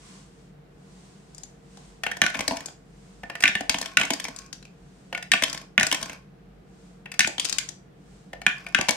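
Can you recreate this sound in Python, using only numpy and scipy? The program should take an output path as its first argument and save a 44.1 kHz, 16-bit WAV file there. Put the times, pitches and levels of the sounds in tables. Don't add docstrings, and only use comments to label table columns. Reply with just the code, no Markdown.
import sys
import numpy as np
from scipy import signal
from scipy.fft import rfft, irfft, next_fast_len
from scipy.io import wavfile

SR = 44100
rng = np.random.default_rng(int(sys.argv[2]) if len(sys.argv) > 2 else 0)


def unload_audio(sound):
    columns = np.transpose(np.atleast_2d(sound))
    steps = np.round(np.clip(columns, -1, 1) * 32767)
    wavfile.write(sys.argv[1], SR, steps.astype(np.int16))


N = 395123

# (frequency [Hz], relative level per Hz [dB])
AIR_SPECTRUM = [(15, -42), (25, -17.5), (53, -7), (111, -16), (130, -13.5), (195, -7), (223, -15),
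                (270, -9), (394, -12.5), (463, -11), (560, -19), (714, -15), (962, -24.5), (1440, -24),
                (16000, -52.5)]
# (centre [Hz], width [Hz], level [dB])
HUM_BANDS = [(48.15, 4.8, -60.5), (144.6, 26, -57.5), (185.4, 42, -55.5), (464.4, 8.8, -67.5)]
# (time of full speed [s], half-width [s], level before the common offset [dB])
SLEEVE_MOVES = [(0.11, 0.15, -51), (0.41, 0.11, -63.5), (1.04, 0.23, -57.5), (1.42, 0.13, -60),
                (1.83, 0.17, -56), (3.1, 0.23, -60), (5.0, 0.27, -63), (6.85, 0.15, -62),
                (8.16, 0.15, -61.5)]
# (frequency [Hz], relative level per Hz [dB])
CLOTH_SPECTRUM = [(590, -31.5), (1000, 2.5), (1340, -7), (1470, -6), (8360, -5), (11400, -22), (13600, -38),
                  (15100, -33), (16000, -35)]

# (time [s], level [dB], extra knock [dB], extra click [dB], pitch of the struck spot [Hz])
DICE_HITS = [(1.3469, -45.5, 11, 17, 7160), (1.3807, -43, 7, 4, 7300), (1.4338, -39.5, 2, 5, 6800),
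             (1.7719, -47, 10, -8, 815), (2.6586, -32, 6, 6, 7000), (2.6839, -42, 3, -13, 1510),
             (4.3621, -38, -5, 5, 8020), (4.3871, -39, -5, 0, 6060), (4.4616, -52, 8, 11, 5870),
             (4.5282, -34.5, -8, -4.5, 6140), (4.6266, -49.5, -8, -14, 4270),
             (4.6521, -46.5, -2.5, -10, 2510), (7.2736, -24.5, 9, -3.5, 7500),
             (7.381, -26.5, -4, -17, 3280), (7.3969, -20.5, -12.5, -5, 3150), (7.4461, -31, 0, 0, 4500),
             (7.451, -24, -3, -3.5, 5350), (7.4566, -32, -5, -4, 5430), (7.4865, -35, -14, -5.5, 4950),
             (7.4959, -28, -8, -1, 4920), (7.5259, -24.5, -6.5, -4.5, 4560),
             (7.5841, -20.5, -22, -6.5, 7050), (7.6887, -33.5, -3, -4, 6450)]
TUBE_HITS = [(2.0351, -24.5, 2, 0, 1750), (2.065, -22, 0.5, -9.5, 2550), (2.1143, -25.5, -1, -2, 1850),
             (2.1683, -35, 8.5, 6, 1815), (3.2339, -33.5, 11, -7, 1800), (3.2987, -31.5, 5.5, -4, 1780),
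             (3.3527, -30.5, -5, -3, 1920), (3.405, -31.5, 1, 8, 8210), (3.4241, -27, -9, 7, 1800),
             (5.1271, -29, 7.5, -4.5, 2820), (5.1485, -24.5, -1, -6.5, 2176), (5.1759, -32.5, 5, 0, 1810),
             (5.2257, -33, -6, 4, 1910), (7.0577, -36.5, 2, -11, 2612), (7.117, -34, -12, 4, 2630),
             (7.1403, -38.5, 0, 5, 2203), (8.3315, -33.5, 10.5, -2.5, 1855), (8.4161, -36, 5, 0.5, 2170),
             (8.6652, -32, 3.5, -2.5, 2450)]
RAMP_HITS = [(2.2167, -11.5, -10, -8, 1790), (2.2378, -20.5, 6, -7, 1560), (2.2638, -18, -5.5, -6.5, 1480),
             (2.301, -33, 2, -3, 1810), (3.4374, -9.5, -10, -10.5, 1506), (3.4554, -13, -13.5, -15, 2720),
             (3.4779, -16.5, -32.5, -7, 2520), (3.488, -30, 6.5, -1.5, 1460), (3.5523, -19, -2, -9, 1760),
             (3.971, -9.5, -16, -6, 2490), (3.998, -26, 12.5, 4.5, 2530), (4.013, -18.5, 3, -6, 2390),
             (5.3171, -12, -14.5, -1.5, 1787), (5.336, -12.5, -3, -13.5, 2700),
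             (5.7783, -10, -6.5, -16, 1790), (5.7978, -22.5, 0, 4, 1540), (5.8099, -18, 2, -6.5, 1780),
             (5.8304, -17, 1.5, 1.5, 1480), (7.1931, -12, -3, 5, 3570), (7.2053, -13.5, -13.5, -2, 2660),
             (7.2451, -19.5, -10.5, -18, 2500), (8.4649, -10, -9.5, -11.5, 2350),
             (8.7469, -11.5, -8, -12, 1510), (8.7872, -22.5, 9, -9, 1180), (8.8112, -21.5, 6, -1.5, 2270)]
TRAY_HITS = [(2.3446, -27.5, -9, -17, 1750), (2.3519, -29, -1.5, -9, 2410), (2.3911, -26, 2.5, -7.5, 2630),
             (2.4064, -24.5, -0.5, -3.5, 2160), (2.4787, -19.5, 2.5, 2.5, 4400),
             (2.5091, -23.5, 9, -12, 870), (2.5203, -30, 14, 3, 885), (2.5686, -31.5, 1, -4, 5540),
             (2.6054, -37, 3, -0.5, 2240), (3.6071, -27, 1, -5, 720), (3.6946, -15, -8, -1.5, 4580),
             (3.7432, -22.5, -0.5, -10, 3160), (3.7843, -29, 0.5, 5, 3310), (3.8135, -26.5, 1.5, 5, 4150),
             (3.8262, -32, -10.5, -5, 5370), (3.8582, -31, -7, -3.5, 3240), (4.033, -24.5, -3.5, -9, 2080),
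             (4.0511, -32, 0.5, 8.5, 7340), (4.1044, -19.5, 1.5, -3, 3190), (4.1346, -24.5, -2, 5.5, 4700),
             (4.1987, -28.5, -8, 0.5, 3240), (4.2416, -30, -8, 2, 5140), (4.2511, -30, -1.5, -5, 2390),
             (4.283, -34, 6, -1, 1430), (5.4223, -20, -2, -5.5, 2180), (5.4361, -15.5, -18, -3.5, 3300),
             (5.4976, -33, -12.5, 6, 4890), (5.5289, -29.5, -2.5, 7, 4750), (5.5469, -33, -0.5, -1.5, 3530),
             (5.5754, -35, -15.5, -3.5, 5120), (5.8668, -23, -2.5, 4.5, 1790), (5.9142, -20, -9, -7, 3100),
             (5.9254, -18, -3, 0, 3230), (5.9454, -24, -10.5, -0.5, 2440), (6.0277, -27.5, 0, 3, 3230),
             (6.0955, -33.5, -0.5, -6, 2450), (8.885, -19, 1, -4, 3177), (8.89, -15.5, -1.5, -3.5, 3250),
             (8.9072, -22.5, -15, 10, 3390)]
# (frequency [Hz], gain [dB])
DICE_TONE = [(60, -17), (180, -4.5), (400, -6.5), (700, -4.5), (1300, -10), (2200, -7), (3200, -2),
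             (4000, -1.5), (6000, 1.5), (8500, 1), (11000, -10.5), (13500, -19.5), (16000, -32)]
TUBE_TONE = [(60, -17), (180, -8), (420, -14.5), (720, -7), (1100, -11.5), (1400, -10), (1800, -3),
             (2700, -4), (4000, -14.5), (7000, -16), (9000, -16.5), (11000, -25), (16000, -38.5)]
RAMP_TONE = [(60, -14.5), (200, -1.5), (420, -31), (700, -4), (1250, -23.5), (1450, -3), (2000, -2.5),
             (2800, -2.5), (4000, -10.5), (6000, -6.5), (9000, -11.5), (12000, -22), (16000, -47.5)]
TRAY_TONE = [(60, -10), (260, -5.5), (400, -11.5), (700, -5), (950, -1), (1300, -14.5), (1700, -4),
             (3200, -7), (4000, -9), (6000, -6), (9000, -9.5), (13000, -23), (16000, -37.5)]
# (frequency [Hz], relative level [dB])
DICE_MODES = [(3262, -17.5), (4037, 0), (4850, 6), (5017, 4), (5383, -12), (6739, 9)]
TUBE_MODES = [(689, -2.5), (1458, 0.5), (1803, 1), (2637, -11.5), (4941, -6), (5873, -15.5), (6481, -19),
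              (7574, -27.5)]
RAMP_MODES = [(215, -15), (387, -10.5), (635, -9), (963, -12.5), (1157, -6), (1480, -4), (1771, -5),
              (2131, -8), (2562, -13), (3881, -9), (4317, -23.5), (5377, -11.5)]
TRAY_MODES = [(279, 1), (662, 6), (1781, 0), (2223, 2), (3181, -4), (4742, -7), (8037, -16), (10712, -32)]
# (frequency [Hz], relative level [dB])
TOWER_TABLE_MODES = [(145, -5.5), (208, -2), (278, -2.5)]
TRAY_TABLE_MODES = [(235, -1.5), (280, -1), (470, -10)]
# (start [s], length [s], starting level [dB])
ROLLS = [(2.344, 0.33, -44.5), (3.745, 0.2, -49), (4.056, 0.42, -49.5), (5.476, 0.15, -45),
         (5.969, 0.19, -44), (7.46, 0.18, -50.5), (8.567, 0.19, -52.5)]
# (resonance [Hz], width [Hz], relative level [dB])
ROLL_RESONANCES = [(277.7, 60, -6.5), (665, 130, -8.5), (1087, 29, 7.5), (1532, 98, 2.5), (2426, 170, -1.5),
                   (5200, 1500, -11.5)]

# (frequency [Hz], time to fall 60 dB [s])
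ROOM_T60 = [(200, 0.056), (600, 0.29), (1500, 0.3), (4000, 0.27), (9000, 0.33), (15000, 0.21)]
# (frequency [Hz], relative level [dB])
ROOM_TONE = [(80, 1.5), (220, 4.5), (450, 10), (1500, 2), (5000, 3), (10000, -7), (15000, 1)]
# (frequency [Hz], left-right correlation [-1 to 1])
LIKENESS = [(100, 0.77), (300, 0.56), (700, 0), (1400, 0.0078)]
# (frequency [Hz], left-right difference [dB])
BEAM = [(500, 0), (1200, -0.5), (2200, 1), (3300, 2), (5500, 7), (9000, 2), (14000, -3)]

TOP_HZ = 16100
ROLL_LOSS_DB = 9
TOPPLE_DB = 7.5
PAN_SCATTER_DB = 2.5


def amp(db):
    return 10 ** (np.asarray(db) / 20)


def unit(x):
    return x / np.sqrt(np.mean(x ** 2) + 1e-20)


def norm(x):
    return unit(x) / np.sqrt(x.shape[-1])


def along(points, hz):
    f, v = np.transpose(points)
    return np.interp(np.log(hz + 1), np.log(f), v)


def filtered(x, response):
    n = x.shape[-1]
    m = next_fast_len(n + 1024, True)
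    return irfft(rfft(x, m) * response(np.fft.rfftfreq(m, 1 / SR)), m)[..., :n]


def causal(gain, size=2048):
    cepstrum = irfft(np.log(gain(np.fft.rfftfreq(size, 1 / SR)) + 1e-6))
    cepstrum[1:size // 2] *= 2
    cepstrum[size // 2 + 1:] = 0
    return irfft(np.exp(rfft(cepstrum)))[:size // 2]


def diffuse(size):
    def mid_side_gain(hz):
        angle = np.arccos(np.clip(along(LIKENESS, hz), -1, 1)) / 2
        return np.array([np.cos(angle), np.sin(angle)])

    mid, side = filtered(rng.standard_normal((2, size)), mid_side_gain)
    return np.array([mid + side, mid - side])


def add(track, s, sound):
    i = max(round(s * SR), 0)
    track[:, i:i + sound.shape[1]] += sound[:, :max(N - i, 0)]


def background(air_db=-55):
    air = amp(air_db) * unit(filtered(diffuse(size=N), lambda hz: amp(along(AIR_SPECTRUM, hz))))
    hum = np.zeros(N)
    for centre_hz, width_hz, db in HUM_BANDS:
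        noise = rng.standard_normal(N)
        band = filtered(noise, lambda hz: 1 / (1 + (2 * (hz - centre_hz) / width_hz) ** 2))
        hum += amp(db) * unit(band)
    return air + hum


def sleeve(offset_db=-1):
    t = np.arange(N) / SR
    speed = sum(amp(db) * np.exp(-((t - s) / half_width_s) ** 2) for s, half_width_s, db in SLEEVE_MOVES)
    cloth = unit(filtered(diffuse(size=N), lambda hz: amp(along(CLOTH_SPECTRUM, hz))))
    return amp(offset_db) * speed * cloth


def room_tail(build_s=.009):
    hz, t, z = signal.stft(diffuse(size=SR * 2 // 5), SR, nperseg=256)
    decay_db = along(ROOM_TONE, hz)[:, None] - 60 * t / along(ROOM_T60, hz)[:, None]
    tail = signal.istft(z * amp(decay_db), SR, nperseg=256)[1]
    t = np.arange(tail.shape[1]) / SR
    return norm(tail * (1 - np.exp(-(t / build_s) ** 2)))


def spot_colour(hz, knock_db, click_db, spot_hz, spot_db, width=.065):
    tilt_db = along([(900, knock_db), (1400, 0.0), (3200, 0.0025), (4800, click_db)], hz)
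    return amp(tilt_db + spot_db / (1 + (np.log((hz + 1) / spot_hz) / width) ** 2))


def path(hz, wall_s, wall=0.28, table_s=.005, table_hz=420):
    bass = 1 / (1 + (hz / table_hz) ** 8)
    lag_cycles = np.cumsum(table_s * bass) * hz[1]
    return np.exp(-2j * np.pi * lag_cycles) * (1 + wall * np.exp(-2j * np.pi * hz * wall_s))


def direct(hz, aim_db, lead_s=.00006):
    lead = np.exp(-2j * np.pi * hz * np.array([[0], [lead_s]]))
    difference_db = along(BEAM, hz) + aim_db * hz / (hz + 700)
    return lead * amp(np.array([[1], [-1]]) / 2 * difference_db)


def contacts(hits, tone, modes, tails, snap, rise_s, chatter_t60_s, ring_db, ring_t60_s, spot_db,
             room_db, pan_db, apart=0.71, wall_s=.0038):
    track, t = np.zeros((2, N)), np.arange(SR // 15) / SR
    mode_hz, mode_db = np.transpose(modes)
    body = causal(lambda hz: amp(along(tone, hz)))
    swell = 1 - np.exp(-t / rise_s)
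    first = SR // 125
    for s, db, knock_db, click_db, spot_hz in hits:
        grit = rng.standard_normal(len(t)) + apart * diffuse(size=len(t))
        force = norm(grit * swell * amp(-60 * t / chatter_t60_s))
        force[:, 0] += snap

        strength = amp(mode_db + rng.normal(0, 2.7, len(modes)))
        ring = strength @ np.sin(2 * np.pi * (mode_hz[:, None] * t + rng.random((len(modes), 1))))
        ring = ring * swell * amp(-60 * t / ring_t60_s)

        hit = norm(signal.fftconvolve(force, body[None])[:, :len(t)]) + amp(ring_db) * norm(ring)
        spot = causal(lambda hz: spot_colour(hz, knock_db, click_db, spot_hz, spot_db))
        hit = signal.fftconvolve(hit, spot[None])[:, :len(t)]
        echo_s = wall_s * rng.normal(1, .05, (2, 1))
        hit = filtered(hit, lambda hz: path(hz, echo_s))
        hit = hit * amp(db) / np.sqrt(np.mean(hit[:, :first] ** 2))

        tail = tails[rng.integers(len(tails))]
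        add(track, s, amp(room_db) * signal.fftconvolve(hit, tail, axes=1))
        aim_db = pan_db + rng.normal(0, PAN_SCATTER_DB)
        add(track, s, filtered(hit, lambda hz: direct(hz, aim_db)))
    return track


def die_clicks(tails):
    return contacts(DICE_HITS, DICE_TONE, DICE_MODES, tails, snap=0.13, rise_s=0.00071,
                    chatter_t60_s=0.018, ring_db=-10.5, ring_t60_s=0.0492, spot_db=7,
                    room_db=-7.5, pan_db=5.0)


def tube_ticks(tails):
    return contacts(TUBE_HITS, TUBE_TONE, TUBE_MODES, tails, snap=0.29, rise_s=0.0055,
                    chatter_t60_s=0.014, ring_db=-8, ring_t60_s=0.072, spot_db=8.0,
                    room_db=-10, pan_db=0.5)


def ramp_bangs(tails):
    return contacts(RAMP_HITS, RAMP_TONE, RAMP_MODES, tails, snap=0.23, rise_s=0.00058,
                    chatter_t60_s=0.014, ring_db=-10, ring_t60_s=0.068, spot_db=7.0,
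                    room_db=-9, pan_db=-1.5)


def table_thumps(hits, modes, thump_db, knock_share, click_share, t60_s=.12, rise_s=0.0043):
    track, t = np.zeros((2, N)), np.arange(SR // 5) / SR
    swell = (1 - np.exp(-(t / rise_s) ** 2)) * amp(-60 * t / t60_s)
    for s, db, knock_db, click_db, _ in hits:
        ring = sum(amp(level_db + rng.normal(0, 1.5)) * np.sin(2 * np.pi * hz * t) for hz, level_db in modes)
        hit_db = db + thump_db + knock_share * knock_db - click_share * click_db
        add(track, s, amp(hit_db) * swell * ring[None])
    return track


def roll_db(level_db, progress):
    return level_db - ROLL_LOSS_DB * progress


def roll_gain(fade_s):
    t, gain = np.arange(N) / SR, np.zeros(N)
    for s, length_s, db in ROLLS:
        inside = np.clip(t, s, s + length_s)
        gain += amp(roll_db(db, (inside - s) / length_s)) * np.exp(-((t - inside) / fade_s) ** 2)
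    return gain


def roll_shell(hz):
    response = 0
    for k, (centre_hz, width_hz, db) in enumerate(ROLL_RESONANCES):
        damping = 1j * hz * width_hz
        response = response + (-1) ** k * amp(db) * damping / (centre_hz ** 2 - hz ** 2 + damping)
    return response


def rolling(tail, taps_per_s=280, scatter_db=4, room_db=-3):
    taps = (rng.random(N) < taps_per_s / SR) * amp(rng.normal(0, scatter_db, N))
    patter = unit(filtered(taps, roll_shell)) * roll_gain(fade_s=0.0066)
    return patter + amp(room_db) * signal.fftconvolve(patter[None], tail, axes=1)[:, :N]


def topples(count=3, knock_db=-2, click_db=-2, scatter_db=2):
    hits = []
    for s, length_s, db in ROLLS:
        for k in range(count):
            progress = (k + rng.random()) / count
            level_db = roll_db(db, progress) + TOPPLE_DB + rng.normal(0, scatter_db)
            spot_hz = TRAY_MODES[rng.integers(len(TRAY_MODES))][0]
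            hits.append((s + progress * length_s, level_db, knock_db, click_db, spot_hz))
    return hits


def tray_bounces(tails):
    return contacts(TRAY_HITS + topples(), TRAY_TONE, TRAY_MODES, tails, snap=0.14, rise_s=0.0021,
                    chatter_t60_s=0.015, ring_db=-9, ring_t60_s=0.079, spot_db=7.0,
                    room_db=-10.0, pan_db=0.4)


def dice():
    tails = [room_tail() for _ in range(16)]
    hits = die_clicks(tails) + tube_ticks(tails) + ramp_bangs(tails) + tray_bounces(tails)
    tower_thumps = table_thumps(RAMP_HITS, TOWER_TABLE_MODES, thump_db=-22.0, knock_share=.1, click_share=0.18)
    tray_thumps = table_thumps(TRAY_HITS, TRAY_TABLE_MODES, thump_db=-15, knock_share=1.0, click_share=0.089)
    return hits + tower_thumps + rolling(tails[0]) + tray_thumps


def scene():
    return background() + sleeve() + dice()


def record(dry, low_cut_hz=40):
    held = dry / (1 + np.abs(dry) ** 6) ** (1 / 6)

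    def band(hz):
        low_cut = hz ** 5 / np.sqrt(hz ** 10 + low_cut_hz ** 10)
        return np.exp(-(hz / TOP_HZ) ** 40) * low_cut

    return filtered(held, band)


dry = scene()
out = record(dry)
unload_audio(out)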